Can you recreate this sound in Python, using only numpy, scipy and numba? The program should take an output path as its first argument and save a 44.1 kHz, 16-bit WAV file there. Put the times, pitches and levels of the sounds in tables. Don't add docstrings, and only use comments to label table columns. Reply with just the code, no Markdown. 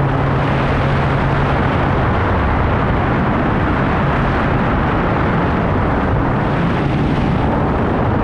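import sys
import numpy as np
from scipy import signal
from scipy.fft import rfft, irfft, next_fast_len
from scipy.io import wavfile
from scipy.ndimage import uniform_filter1d
from numba import njit

SR = 44100
rng = np.random.default_rng(int(sys.argv[2]) if len(sys.argv) > 2 else 0)


def store_pcm(level_fs):
    pcm = np.round(np.clip(level_fs, -1, 1) * 32767).astype(np.int16)
    wavfile.write(sys.argv[1], SR, np.atleast_2d(pcm).T)


N = 362943

# start_s, buffet_db, drumming_db
WIND_LEVELS = [(0, -22, -23), (1.8, -18.5, -18.5), (2.1, -17, -19), (2.5, -16.5, -21), (2.9, -17, -17.5),
               (3.25, -22, -17), (3.8, -20.5, -18), (5.3, -20, -18), (6.2, -19, -20.5), (6.6, -24.5, -20),
               (7.1, -20, -16), (7.6, -21, -19), (8.23, -19.5, -18.5)]
# start_s, level_db, brightness_db_per_octave
RUSH_LEVELS = [(0, -20, -0.5), (2, -17.5, 0.16), (3.5, -20, 0.9), (4.5, -19, 1), (5.5, -18.5, -0.66),
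               (6.47, -19.5, -1.3), (6.56, -22.5, 1), (6.75, -23, 0.5), (6.9, -24, -2.5), (7.05, -24, -1),
               (7.2, -21, -1), (7.35, -21, -1), (7.5, -17, -2), (7.8, -19, -2), (8.23, -17, -2.5)]
# start_s, level_db, brightness_db_per_octave
SPRAY_LEVELS = [(0, -37.5, 2), (.25, -33.5, 0.6), (.55, -27.5, -0.5), (.8, -29.5, 0.5), (1.0, -28, 0),
                (1.25, -30, 0.5), (1.5, -27.5, -0.3), (2.1, -31.5, -0.5), (2.7, -32, -1.5),
                (3.3, -34, -0.3), (3.8, -31, -1), (4.25, -30.5, 0), (4.8, -32.5, -1), (5.3, -32.5, -0.9),
                (6.1, -37, 0.5), (6.33, -38.5, 1.3), (6.45, -33.5, 0), (6.7, -30.5, 0), (6.95, -33, 1),
                (7.2, -31.5, 2), (7.4, -32.5, 0.5), (7.55, -38, 2), (8.23, -36, -0.5)]
# start_s, band_gain_db
HOLLOW_GAIN = [(0, -25.5), (6.6, -24), (6.9, -7), (7.3, -6), (7.5, -6), (7.65, -10), (7.9, -11),
               (8.23, -20)]
# frequency_hz, relative_level_db
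BUFFET_SPECTRUM = [(12, -20), (25, -6.5), (45, -3), (70, -0.5), (110, -3.5), (170, -13.5), (400, -32.5)]
DRUMMING_SPECTRUM = [(50, -15.5), (110, -2), (170, -0.5), (280, -2.5), (380, -8), (800, -32.5)]
RUSH_SPECTRUM = [(120, -18), (300, -3.5), (450, 0), (850, -0.5), (1300, -3), (1800, -9.5), (2600, -22),
                 (4500, -50)]
SPRAY_SPECTRUM = [(600, -18.5), (1400, -2), (2000, -0.5), (3200, -7.5), (4200, -17), (6000, -28),
                  (7600, -35), (8600, -32), (9400, -37), (11000, -44.5), (13000, -57), (15000, -64.5)]
# start_s, mean_firing_rate_hz, tone_db, octave_db, overtone_base_db, rate_waver_percent
ENGINE_COURSE = [(0, 135.8, -20, -33, -38, 0.4), (.5, 137, -20, -31.5, -30, 0.5),
                 (1.1, 137.9, -19, -33.5, -29.5, 0.5), (1.35, 138, -19.5, -32.5, -36, 0.48),
                 (1.93, 138, -20.5, -35, -37, .8), (2.12, 115.3, -23.5, -40, -41, 3.5),
                 (2.3, 90.8, -31, -43, -43, 5.9), (2.65, 100, -31, -45, -49, 8),
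                 (2.85, 138, -26, -38, -36, 4.2), (3.2, 138.2, -26, -39, -37, 1.96),
                 (3.6, 138.1, -31, -41, -46, 1), (4.1, 136.9, -24, -35, -34, 1.02),
                 (4.55, 134.6, -25, -36, -36, 1.54), (4.8, 136, -34, -36, -35, 1.97),
                 (5.3, 137.9, -28, -34, -43, 2), (5.8, 139.5, -33, -38.5, -45, 2.21),
                 (6.4, 140.7, -31, -31, -37, 1.93), (6.8, 142.3, -21.5, -31, -38, 1.06),
                 (7.05, 144.8, -21.5, -35, -35, 0.83), (7.3, 146.9, -22.5, -29.5, -37, 0.83),
                 (7.6, 148.3, -25, -30, -29, 1), (7.8, 149.6, -30, -36, -33, 1.57),
                 (8.23, 145.6, -43.5, -36, -36, 1.4)]
# multiple_of_firing_rate, level_above_base_db; halves come from unequal exhaust strokes
ENGINE_OVERTONES = [(1.5, -3.5), (3, -4), (3.5, -9), (4, -5.5), (4.5, -4.5), (5, -6), (6, -11)]
# centre_s, mean_pitch_hz, peak_level_db, half_length_s (fall to 1/e)
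LOW_HUMS = [(2.55, 63.7, -32, .1), (2.72, 56.9, -27, 0.065), (2.92, 78, -27, 0.094),
            (4.251, 121.6, -27, .08), (5.397, 165.2, -22, 0.14), (5.751, 92.3, -20.5, .12),
            (6.2, 105.1, -24, .15), (6.651, 167.4, -19, 0.11), (7.549, 214.1, -25, 0.087)]

DRUM_BRIGHT_DB = -0.6
HOLLOW_HZ, HOLLOW_WIDTH_HZ = 820, 200
INPUT_GAIN_DB, LIMIT_DB, LIMIT_RATIO = 3.5, -14, 2.87
ATTACK_S, RELEASE_S = 0.0016, 0.016
ROUNDING = 0.54
TOP_HZ = 14800


def undb(db):
    return 10 ** (np.asarray(db) / 20)


def curves(table):
    s, *columns = np.transpose(table)
    return [np.interp(np.arange(N) / SR, s, column) for column in columns]


def walk(rate_hz):
    hold = max(int(SR / rate_hz), 2)
    steps = np.repeat(rng.standard_normal(N // hold + 1), hold)
    smooth = uniform_filter1d(uniform_filter1d(steps, hold), hold)[:N]
    return smooth / smooth.std()


def turbulence(spectrum_table, flutter_db, bright_db, patch_db, patch_hz, fizz_db=0):
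    size = next_fast_len(N)
    eddies = rng.standard_normal(N) * undb(flutter_db)
    octave = np.log2(np.arange(1, size // 2 + 2) * SR / size)
    hz, colour_db = np.transpose(spectrum_table)
    knots = np.log2(hz)
    colour = undb(np.interp(octave, knots, colour_db, left=-150, right=-150))
    spectrum = rfft(eddies, size) * colour
    peak = knots[colour_db.argmax()]
    out = 0
    for centre in np.arange(3.5, 14.5, .5):
        if knots[0] - .5 < centre < knots[-1] + .5:
            triangle = np.clip(1 - 2 * abs(octave - centre), 0, 1)
            band = irfft(spectrum * triangle, size)[:N]
            swell_db = bright_db * (centre - peak) + patch_db * walk(patch_hz)
            if fizz_db:
                swell_db = swell_db + fizz_db * walk(420.)
            out = out + band * undb(swell_db)
    return out / out.std()


def wind_and_water():
    buffet_db, drum_db = curves(WIND_LEVELS)
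    rush_db, rush_bright_db = curves(RUSH_LEVELS)
    spray_db, spray_bright_db = curves(SPRAY_LEVELS)
    surge, grain = walk(8.), walk(250.)

    buffet = turbulence(BUFFET_SPECTRUM, 0, 0, patch_db=0.59, patch_hz=0.98)
    drumming = turbulence(DRUMMING_SPECTRUM, 0, DRUM_BRIGHT_DB, patch_db=0.36, patch_hz=2.0)
    rush_flutter_db = 0.12 * surge + 0.81 * grain
    rush = turbulence(RUSH_SPECTRUM, rush_flutter_db, rush_bright_db, patch_db=0.24, patch_hz=5.0)
    spray_flutter_db = 0.29 * surge + 0.47 * grain + 0.7 * walk(600.)
    spray = turbulence(SPRAY_SPECTRUM, spray_flutter_db, spray_bright_db,
                       patch_db=0.39, patch_hz=8.5, fizz_db=1.65)

    rush = rush + hollow_note(rush)
    wind = undb(buffet_db) * buffet + undb(drum_db) * drumming
    return wind + undb(rush_db) * rush + undb(spray_db) * spray


def hollow_note(rush):
    edges = HOLLOW_HZ + HOLLOW_WIDTH_HZ * np.array([-.5, .5])
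    band = signal.butter(2, edges, "bandpass", fs=SR, output="sos")
    return undb(curves(HOLLOW_GAIN)[0]) * signal.sosfilt(band, rush)


def engine():
    rate_hz, tone_db, octave_db, base_db, waver = curves(ENGINE_COURSE)
    cycles = np.cumsum(rate_hz * (1 + waver / 100 * walk(14.))) / SR
    out = undb(tone_db + 1.5 * walk(11.)) * np.sin(2 * np.pi * cycles)
    out = out + undb(octave_db + 3.0 * walk(9.)) * np.sin(4 * np.pi * cycles)
    for multiple, db in ENGINE_OVERTONES:
        overtone = np.sin(2 * np.pi * (multiple * cycles + rng.random()))
        out = out + undb(base_db + db + 1.8 * walk(6.)) * overtone
    return np.sqrt(2) * out


def hums():
    t = np.arange(N) / SR
    wavering_time = np.cumsum(1 + 0.04 * walk(18.)) / SR
    out = np.zeros(N)
    for centre_s, hz, db, half_s in LOW_HUMS:
        swell = undb(db) * np.exp(-((t - centre_s) / half_s) ** 2)
        out = out + np.sqrt(2) * swell * np.sin(2 * np.pi * hz * wavering_time)
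    return out


def scene():
    return (wind_and_water() + engine() + hums())[None]


@njit
def limiter(x, threshold, power, attack, release):
    y, envelope = np.empty(len(x)), threshold
    for i in range(len(x)):
        size = abs(x[i])
        envelope += (size - envelope) * (attack if size > envelope else release)
        y[i] = x[i] * min(threshold / envelope, 1.) ** power
    return y


def record(dry):
    attack, release = 1 / (ATTACK_S * SR), 1 / (RELEASE_S * SR)
    power = 1 - 1 / LIMIT_RATIO
    held = limiter(dry[0] * undb(INPUT_GAIN_DB), float(undb(LIMIT_DB)), power, attack, release)
    rounded = np.tanh(ROUNDING * held) / ROUNDING
    lowpass = signal.ellip(8, .2, 70, TOP_HZ, fs=SR, output="sos")
    settled = signal.sosfilt_zi(lowpass) * rounded[0]
    return signal.sosfilt(lowpass, rounded, zi=settled)[0][None]


dry = scene()
out = record(dry)
store_pcm(out)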